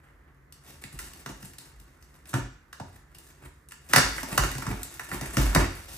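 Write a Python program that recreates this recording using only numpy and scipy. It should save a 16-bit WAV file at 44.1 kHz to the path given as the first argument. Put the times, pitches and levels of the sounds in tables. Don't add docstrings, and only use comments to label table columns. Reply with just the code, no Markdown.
import sys
import numpy as np
from scipy import signal
from scipy.fft import rfft, irfft, next_fast_len
from scipy.io import wavfile

SR = 44100
rng = np.random.default_rng(int(sys.argv[2]) if len(sys.argv) > 2 else 0)


def unload_audio(sound):
    columns = np.transpose(np.atleast_2d(sound))
    steps = np.round(np.clip(columns, -1, 1) * 32767)
    wavfile.write(sys.argv[1], SR, steps.astype(np.int16))


N = 263277

# t/s, base level/dB, brightness/dB, knock/dB, thump/dB, board pitch/Hz, thump pitch/Hz,
# tear decay time/ms, shudder/dB; brightness, knock, thump and shudder are relative to the base level
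TAPE_SNAPS = [(0.5231, -51.5, 2, -23, -16, 926, 148, 2.9, -16),
              (0.8378, -31.5, -10.5, -16, -12, 2610, 170, 2.5, -21),
              (0.9266, -51, -3, -17, 8, 1810, 147, 3.3, -20.5),
              (0.9889, -32, -6.5, -29, -32, 1730, 108, 2.8, -15),
              (1.1334, -49, -1.5, -18, -7, 1790, 218, 4.2, -19),
              (1.26, -30.5, -9, -11, -9, 1360, 212, 3.2, -19),
              (1.29, -34.5, -14, -12.5, -6.5, 902, 270, 3.6, -19),
              (1.4262, -45, -5, -24, 3, 1670, 148, 4.3, -20),
              (1.5334, -49, -5.5, -25, -13, 2420, 145, 3.6, -31),
              (1.5829, -47.5, 3.5, -19, -13, 2440, 91.5, 3.3, -13),
              (1.7979, -64.5, 9.5, -14, 9, 1400, 132, 3.1, -22),
              (2.0244, -55.5, -2, -17, -9, 1390, 135, 2.8, -19),
              (2.141, -52, -9.5, -20, -6, 960, 86.1, 2.2, -19),
              (2.2548, -46.5, -8, -21, -32, 2410, 86.1, 3.4, -22),
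              (2.3298, -32, -15.5, -12, -5, 1530, 99.6, 4.4, -14),
              (2.3381, -17.5, -15.5, -16.5, -9, 1240, 282, 3.13, -13),
              (2.7273, -36, -9.5, -19, -38, 1350, 86.1, 4, -22),
              (2.798, -32, -18.5, -6, -1.5, 1040, 124, 4.8, -16.5),
              (3.1464, -57, 2, -10, 1, 1710, 88.8, 6, -14),
              (3.1837, -59.5, 8.5, -7, -11, 1640, 86.1, 3.9, -17),
              (3.423, -48, -21, -14, -4.5, 1070, 152, 4.2, -25),
              (3.6862, -66.5, 12, -19, -12, 1560, 84.6, 2.5, -19),
              (3.709, -47, -3, -20, -29, 1620, 127, 2.7, -19),
              (3.7187, -37.5, -8, -25, -37, 1560, 85, 3.4, -23),
              (3.889, -50.5, -3, -11, -13, 1440, 275, 3, -24),
              (3.9332, -6, -13.5, -17.5, -21.5, 1400, 323, 3.74, -18.5),
              (3.9602, -3.5, -11, -18, -16, 1920, 154, 2.86, -19.5),
              (3.9808, -6.5, -17, -17.5, -22, 1510, 185, 3.3, -20),
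              (4.1803, -23.5, -28, -29, -34, 1750, 116, 3.4, -17),
              (4.2297, -27, -8.5, -12, -10.5, 920, 283, 4.1, -20),
              (4.3134, -34.5, -12, -11, -2, 1025, 135, 5.5, -22),
              (4.3764, -10, -9.5, -13.5, -15, 1440, 134, 3.4, -20.5),
              (4.4348, -20, -11.5, -15.5, -12.5, 1720, 113, 2.8, -25),
              (4.5137, -37.5, 0, -10, -19, 2050, 156, 3.6, -26),
              (4.5505, -32.5, -10, -16, -4, 1850, 123, 3.6, -28),
              (4.5816, -30, -5, -11.5, -9, 929, 124, 1.6, -23),
              (4.6204, -28.5, -19, -38, -24, 1250, 91.5, 4.2, -15),
              (4.6655, -25, -17.5, -18.5, -3.5, 1270, 130, 3.6, -17),
              (4.7131, -37, -15, 2.5, 2, 1240, 153, 6.1, -18),
              (4.8307, -52.5, 14, -10, -25, 1640, 86.1, 2.7, -21),
              (4.9395, -53.5, 5, -17, -34, 1650, 135, 3.6, -22),
              (4.994, -24, -16.5, -21, -27, 1600, 120, 3.9, -18),
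              (5.1141, -24.5, -22.5, -19, -13, 1590, 122.3, 3.4, -21),
              (5.2104, -31.5, -6.5, -6, -2.5, 1500, 155, 2.8, -19.5),
              (5.3686, -15.5, -10.5, -9, -2.5, 1700, 121, 2.15, -19),
              (5.5478, -15, -7.5, -13.5, -3.5, 1590, 174, 3.9, -17.5),
              (5.5584, -8.5, -45, -11, -6.5, 1540, 121, 3.95, -18.5)]
# f/Hz, width/Hz, relative level/dB
SCUFF_MODES = [(2830, 210, 2.5), (3735, 480, -3), (4770, 1540, -3.5), (5720, 1220, -2.5), (8346, 2000, 1.5)]
SIZZLE_MODES = [(8584, 1900, 10), (12050, 2560, 3), (12800, 8700, -3.5)]
# f/Hz, width/Hz, relative level/dB
BOARD_MODES = [(1018, 101, 3), (1158, 61, -4.5), (1223, 41, -3.5), (1443, 336, 3), (1668, 95, 2.5),
               (1792, 130, 0.5), (1946, 110, -3.5), (2138, 140, -1.5), (2386, 470, -6)]
# f/Hz, width/Hz, relative level/dB
WALL_MODES = [(446, 23, -3.5), (518, 185, -2), (669, 130, -3), (765, 160, -4), (902, 10, -7.5)]
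# f/Hz, width/Hz, relative level/dB
PANEL_MODES = [(90.6, 5.1, 1.5), (125, 13.7, 3), (157, 19.3, -4), (198, 16.4, -2.5), (268.3, 39.4, -1.5),
               (318, 69, -6)]
# f/Hz, width/Hz, relative level/dB
HOLLOW_MODES = [(48.7, 8.1, 5), (60, 9.3, -21)]


def snaps():
    rise_share = 0.25
    sizzle_tilt = 1.4
    size = SR // 10
    t = np.arange(size) / SR
    s, db, bright_db, knock_db, thump_db, board_hz, thump_hz, tear_ms, _ = np.transpose(TAPE_SNAPS)
    age = 1000 * t / tear_ms[:, None, None]
    outline = (1 - np.exp(-age / rise_share)) * np.exp(-age)
    tears = rng.standard_normal((len(s), 2, size)) * outline
    for _ in range(3):
        spectrum = rfft(tears)
        even = irfft(spectrum / np.abs(spectrum), size)
        tears = even * outline ** 0.16
    wanted_energy = np.sum(outline ** 2, axis=-1, keepdims=True)
    energy = np.sum(tears ** 2, axis=-1, keepdims=True)
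    tears = tears * np.sqrt(wanted_energy / energy)

    patches = []
    for hz, tear in zip(board_hz, tears):
        b, a = signal.butter(2, [0.72 * hz, 1.304 * hz], "band", fs=SR)
        patches.append(signal.lfilter(b, a, tear))
    push = t / 0.00064 * np.exp(1 - t / 0.00059)
    thumps = []
    for hz in thump_hz:
        b, a = signal.butter(1, [0.56 * hz, 1.5 * hz], "band", fs=SR)
        thumps.append(signal.lfilter(b, a, push))

    parts = [(BOARD_MODES, db + 5.5, patches),
             (SCUFF_MODES, db + bright_db + 13.5, tears),
             (SIZZLE_MODES, db + sizzle_tilt * bright_db + 15.0, tears),
             (WALL_MODES, db + knock_db + 10.5, tears),
             (PANEL_MODES, db + thump_db + 1.0, thumps)]
    return sum(resonate(placed(s, level_db, shapes), modes, uneven_db=2.5)
               for modes, level_db, shapes in parts)


def booms():
    # t/s, level/dB
    air_pushes = [(0.93, -50), (1.748, -48), (2.4, -48), (4.02, -39), (4.299, -40.5), (4.388, -33.5),
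                  (4.45, -64), (4.58, -56), (4.679, -41), (5.15, -42), (5.29, -39), (5.376, -28),
                  (5.431, -26), (5.556, -23.5), (5.801, -51)]
    t = np.arange(SR // 10) / SR
    s, db = np.transpose(air_pushes)
    push = t / 0.0046 * np.exp(1 - t / 0.0027)
    return resonate(placed(s, db - 2.5, [push] * len(s)), HOLLOW_MODES, uneven_db=4.5)


def rubbing():
    # t/s, rustle level/dB, load on the box relative to the rustle/dB
    rub_path = [(0.0, -71, 14.5), (0.45, -96.5, 27.5), (0.71, -63.5, 4), (1.03, -56, 4), (1.49, -61.5, 5.5),
                (1.89, -69.5, 7), (2.39, -74, 12), (2.58, -83, 13.5), (3.42, -66.5, 7), (3.72, -82, -7),
                (3.94, -58, 14), (4.09, -43.5, 3.5), (4.42, -46, 6.5), (4.75, -50, 5.5), (5.2, -51, 0.5),
                (5.54, -40.5, 9), (5.7, -54.5, 8), (5.97, -44.5, -4)]
    # middle t/s, length/s, rustle level/dB, load relative to the rustle/dB
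    hand_strokes = [(0.345, 0.017, -71, 4), (0.684, 0.089, -54, 1.5), (0.828, 0.029, -65, 8),
                    (1.018, 0.058, -54.5, -11), (1.446, 0.045, -44.5, -2), (2.035, 0.022, -54, -19),
                    (2.152, 0.028, -60, 7), (2.3, 0.052, -55.5, -8), (2.93, 0.12, -63.5, 3),
                    (3.272, 0.06, -51, -3), (3.451, 0.046, -59.5, 13.5), (3.74, .06, -80, 6),
                    (3.94, 0.066, -37, 0.5), (4.218, 0.044, -41, 2), (4.324, 0.043, -42.5, 8.5),
                    (4.595, 0.05, -48.5, 10.5), (4.71, 0.077, -57, 20.5), (5.15, 0.075, -43.5, 9.5),
                    (5.256, 0.077, -55, 17.5), (5.407, 0.079, -37, 1.5), (5.62, 0.073, -50.5, 18.5)]
    mix_db = {"sizzle": 3, "board": -6, "wall": -9, "panel": -5, "hollow": -2}
    grains_per_s, grain_spread_db, clump_db = 1200, 3.5, 7
    shudder_s = 0.032
    t = np.arange(N) / SR
    s, rustle_db, load_db = np.transpose(rub_path)
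    rustle = from_db(np.interp(t, s, rustle_db))
    load = from_db(np.interp(t, s, rustle_db + load_db))
    for middle, length, db, load_db in hand_strokes:
        swell = from_db(db) * np.exp(-(2 * (t - middle) / length) ** 2)
        rustle = rustle + swell
        load = load + swell * from_db(load_db)

    s, db, bright_db, knock_db, thump_db, *_, shudder_db = np.transpose(TAPE_SNAPS)
    db = db + shudder_db
    dying = [np.exp(-t[:SR // 2] / shudder_s)] * len(s)
    shudder = placed(s, db, dying)
    heavy = placed(s, db + thump_db + 19.5, dying)
    knocking = placed(s, db + knock_db + 19.5, dying)
    rustle = rustle + placed(s, db + bright_db + 0.5, dying)

    sizes = from_db(grain_spread_db * np.minimum(rng.exponential(1, (2, N)), 4))
    sizes = sizes * rng.choice([-1, 1], (2, N))
    per_s = grains_per_s * from_db(clump_db * drift(35.0, count=1))
    grains = rms_one(sizes * (rng.random((2, N)) < per_s / SR))

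    out = resonate(grains * rustle, SCUFF_MODES, uneven_db=0.0)
    parts = [(SIZZLE_MODES, "sizzle", rustle),
             (BOARD_MODES, "board", load + shudder),
             (WALL_MODES, "wall", load + knocking),
             (PANEL_MODES, "panel", load + heavy),
             (HOLLOW_MODES, "hollow", load)]
    for modes, name, force in parts:
        out = out + resonate(grains * force * from_db(mix_db[name]), modes, uneven_db=2.0)
    return out


def room(x):
    # f/Hz, time to fall 60 dB/s, tail level/dB
    ringing = [(50.3, 0.41, -4.5), (162, 0.24, -6), (453, 0.4, 0), (1060, 0.34, -3), (3030, 0.54, 3.5),
               (8100, 0.54, -5.5), (14900, 0.22, 2)]
    build_up_s = 0.0011
    size = SR
    t, tail = np.arange(size) / SR, 0
    for low in 30 * np.sqrt(2) ** np.arange(18):
        band = signal.butter(2, [low, low * np.sqrt(2)], "band", fs=SR, output="sos")
        decay = from_db(-60 * t / at_hz(ringing, low * 1.67))
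        noise = signal.sosfilt(band, rng.standard_normal((2, size)))
        part = noise * decay * np.clip(t / build_up_s, 0, 1)
        level = from_db(at_hz(ringing, low * 0.63, column=2))
        tail = tail + level * part / np.sqrt(np.sum(decay ** 2))
    long = next_fast_len(N + size)
    direct = np.array([[1], [1j]])
    response = two_ports(direct + rfft(tail, long), np.fft.rfftfreq(long, 1 / SR))
    return irfft(response * rfft(x, long), long)[:, :N]


def ventilation():
    # f/Hz, relative level/dB
    hum_colour = [(25, -34), (50, -5), (76, 0.5), (108, -22), (141, -3.5), (175, -19), (350, -19),
                  (560, -26.5), (850, -29.5), (1200, -23.5), (2000, -24.5), (2600, -45), (3600, -46),
                  (16000, -46)]
    hum_db = -53.5
    hz = np.fft.rfftfreq(N, 1 / SR)
    pair = rfft(rng.standard_normal((2, N))) * from_db(at_hz(hum_colour, hz))
    return from_db(hum_db) * rms_one(irfft(two_ports(pair, hz), N))


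def two_ports(spectrum_of_pair, hz):
    # f/Hz, likeness (0 to 1)
    likeness = [(40, 1), (130, 0.95), (290, 0.84), (640, 0.31), (1410, 0.36), (3100, 0.024), (6820, 0.42)]
    # f/Hz, left minus right/dB
    balance = [(60, -0.5), (110, -1.0), (200, -0.5), (380, -0.5), (700, -1.0), (1290, -2.5), (2380, -2.5),
               (4400, 2.0), (8120, 0.5), (15000, 0.0)]
    alike = np.clip(at_hz(likeness, hz), 0, 1)
    tilt = from_db(at_hz(balance, hz) / 2)
    mid = np.sqrt((1 + alike) / 2) * spectrum_of_pair[0]
    side = np.sqrt((1 - alike) / 2) * spectrum_of_pair[1]
    return np.array([(mid + side) * tilt, (mid - side) / tilt])


def resonate(x, modes, uneven_db):
    out, power = 0, 0
    wanders = drift(15.1, count=len(modes))
    for k, ((hz, width_hz, db), wander) in enumerate(zip(modes, wanders)):
        r = np.exp(-np.pi * width_hz / SR)
        b = np.array([1, 0, -1]) * (1 - r * r) / 2
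        a = [1, -2 * r * np.cos(2 * np.pi * hz / SR), r * r]
        force = x[k % len(x)] * from_db(db + uneven_db * wander)
        out = out + (-1) ** k * signal.lfilter(b, a, force + 1e-18)
        power += from_db(db) ** 2 * (1 - r * r) / 2
    edges_hz = [0.82 * modes[0][0], min(1.287 * modes[-1][0], .45 * SR)]
    span = signal.butter(2, edges_hz, "band", fs=SR, output="sos")
    return signal.sosfilt(span, out) / np.sqrt(power)


def drift(rate, count):
    r = np.exp(-80 * np.pi * rate / SR)
    steps = rng.standard_normal((count, N // 40 + 2002))
    slow = signal.lfilter([1], [1, -2 * r, r * r], steps)[:, 2000:]
    return np.repeat(slow / slow.std(axis=1, keepdims=True), 40, axis=1)[:, :N]


def placed(times, levels_db, shapes):
    out = np.zeros((2, N + SR))
    for s, db, shape in zip(times, levels_db, shapes):
        start = round(s * SR)
        out[:, start:start + np.shape(shape)[-1]] += from_db(db) * shape
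    return out[:, :N]


def at_hz(points, hz, column=1):
    points = np.array(points)
    return np.interp(np.log(hz + 1), np.log(points[:, 0]), points[:, column])


def from_db(db):
    return 10 ** (np.asarray(db) / 20)


def rms_one(x):
    return x / np.sqrt(np.mean(x ** 2) + 1e-20)


def scene():
    return room(snaps() + booms() + rubbing()) + ventilation()


def record(dry):
    shared_above_hz, lag, cutoff_hz = 8250, 14, 16400
    low = signal.cheby2(10, 40, shared_above_hz + 750, fs=SR, output="sos")
    high = signal.cheby2(10, 40, shared_above_hz - 750, "high", fs=SR, output="sos")
    treble = signal.sosfilt(high, dry[1])
    late = np.concatenate([np.zeros(lag), treble[:-lag]])
    both = signal.sosfilt(low, dry) + np.array([late, -treble])
    no_deep_bass = signal.butter(3, 36, "high", fs=SR, output="sos")
    both = signal.sosfilt(no_deep_bass, both)
    both = 0.96 * np.tanh(both / 1.453)
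    no_top = signal.cheby2(14, 70, cutoff_hz, fs=SR, output="sos")
    return signal.sosfilt(no_top, both)


dry = scene()
out = record(dry)
unload_audio(out)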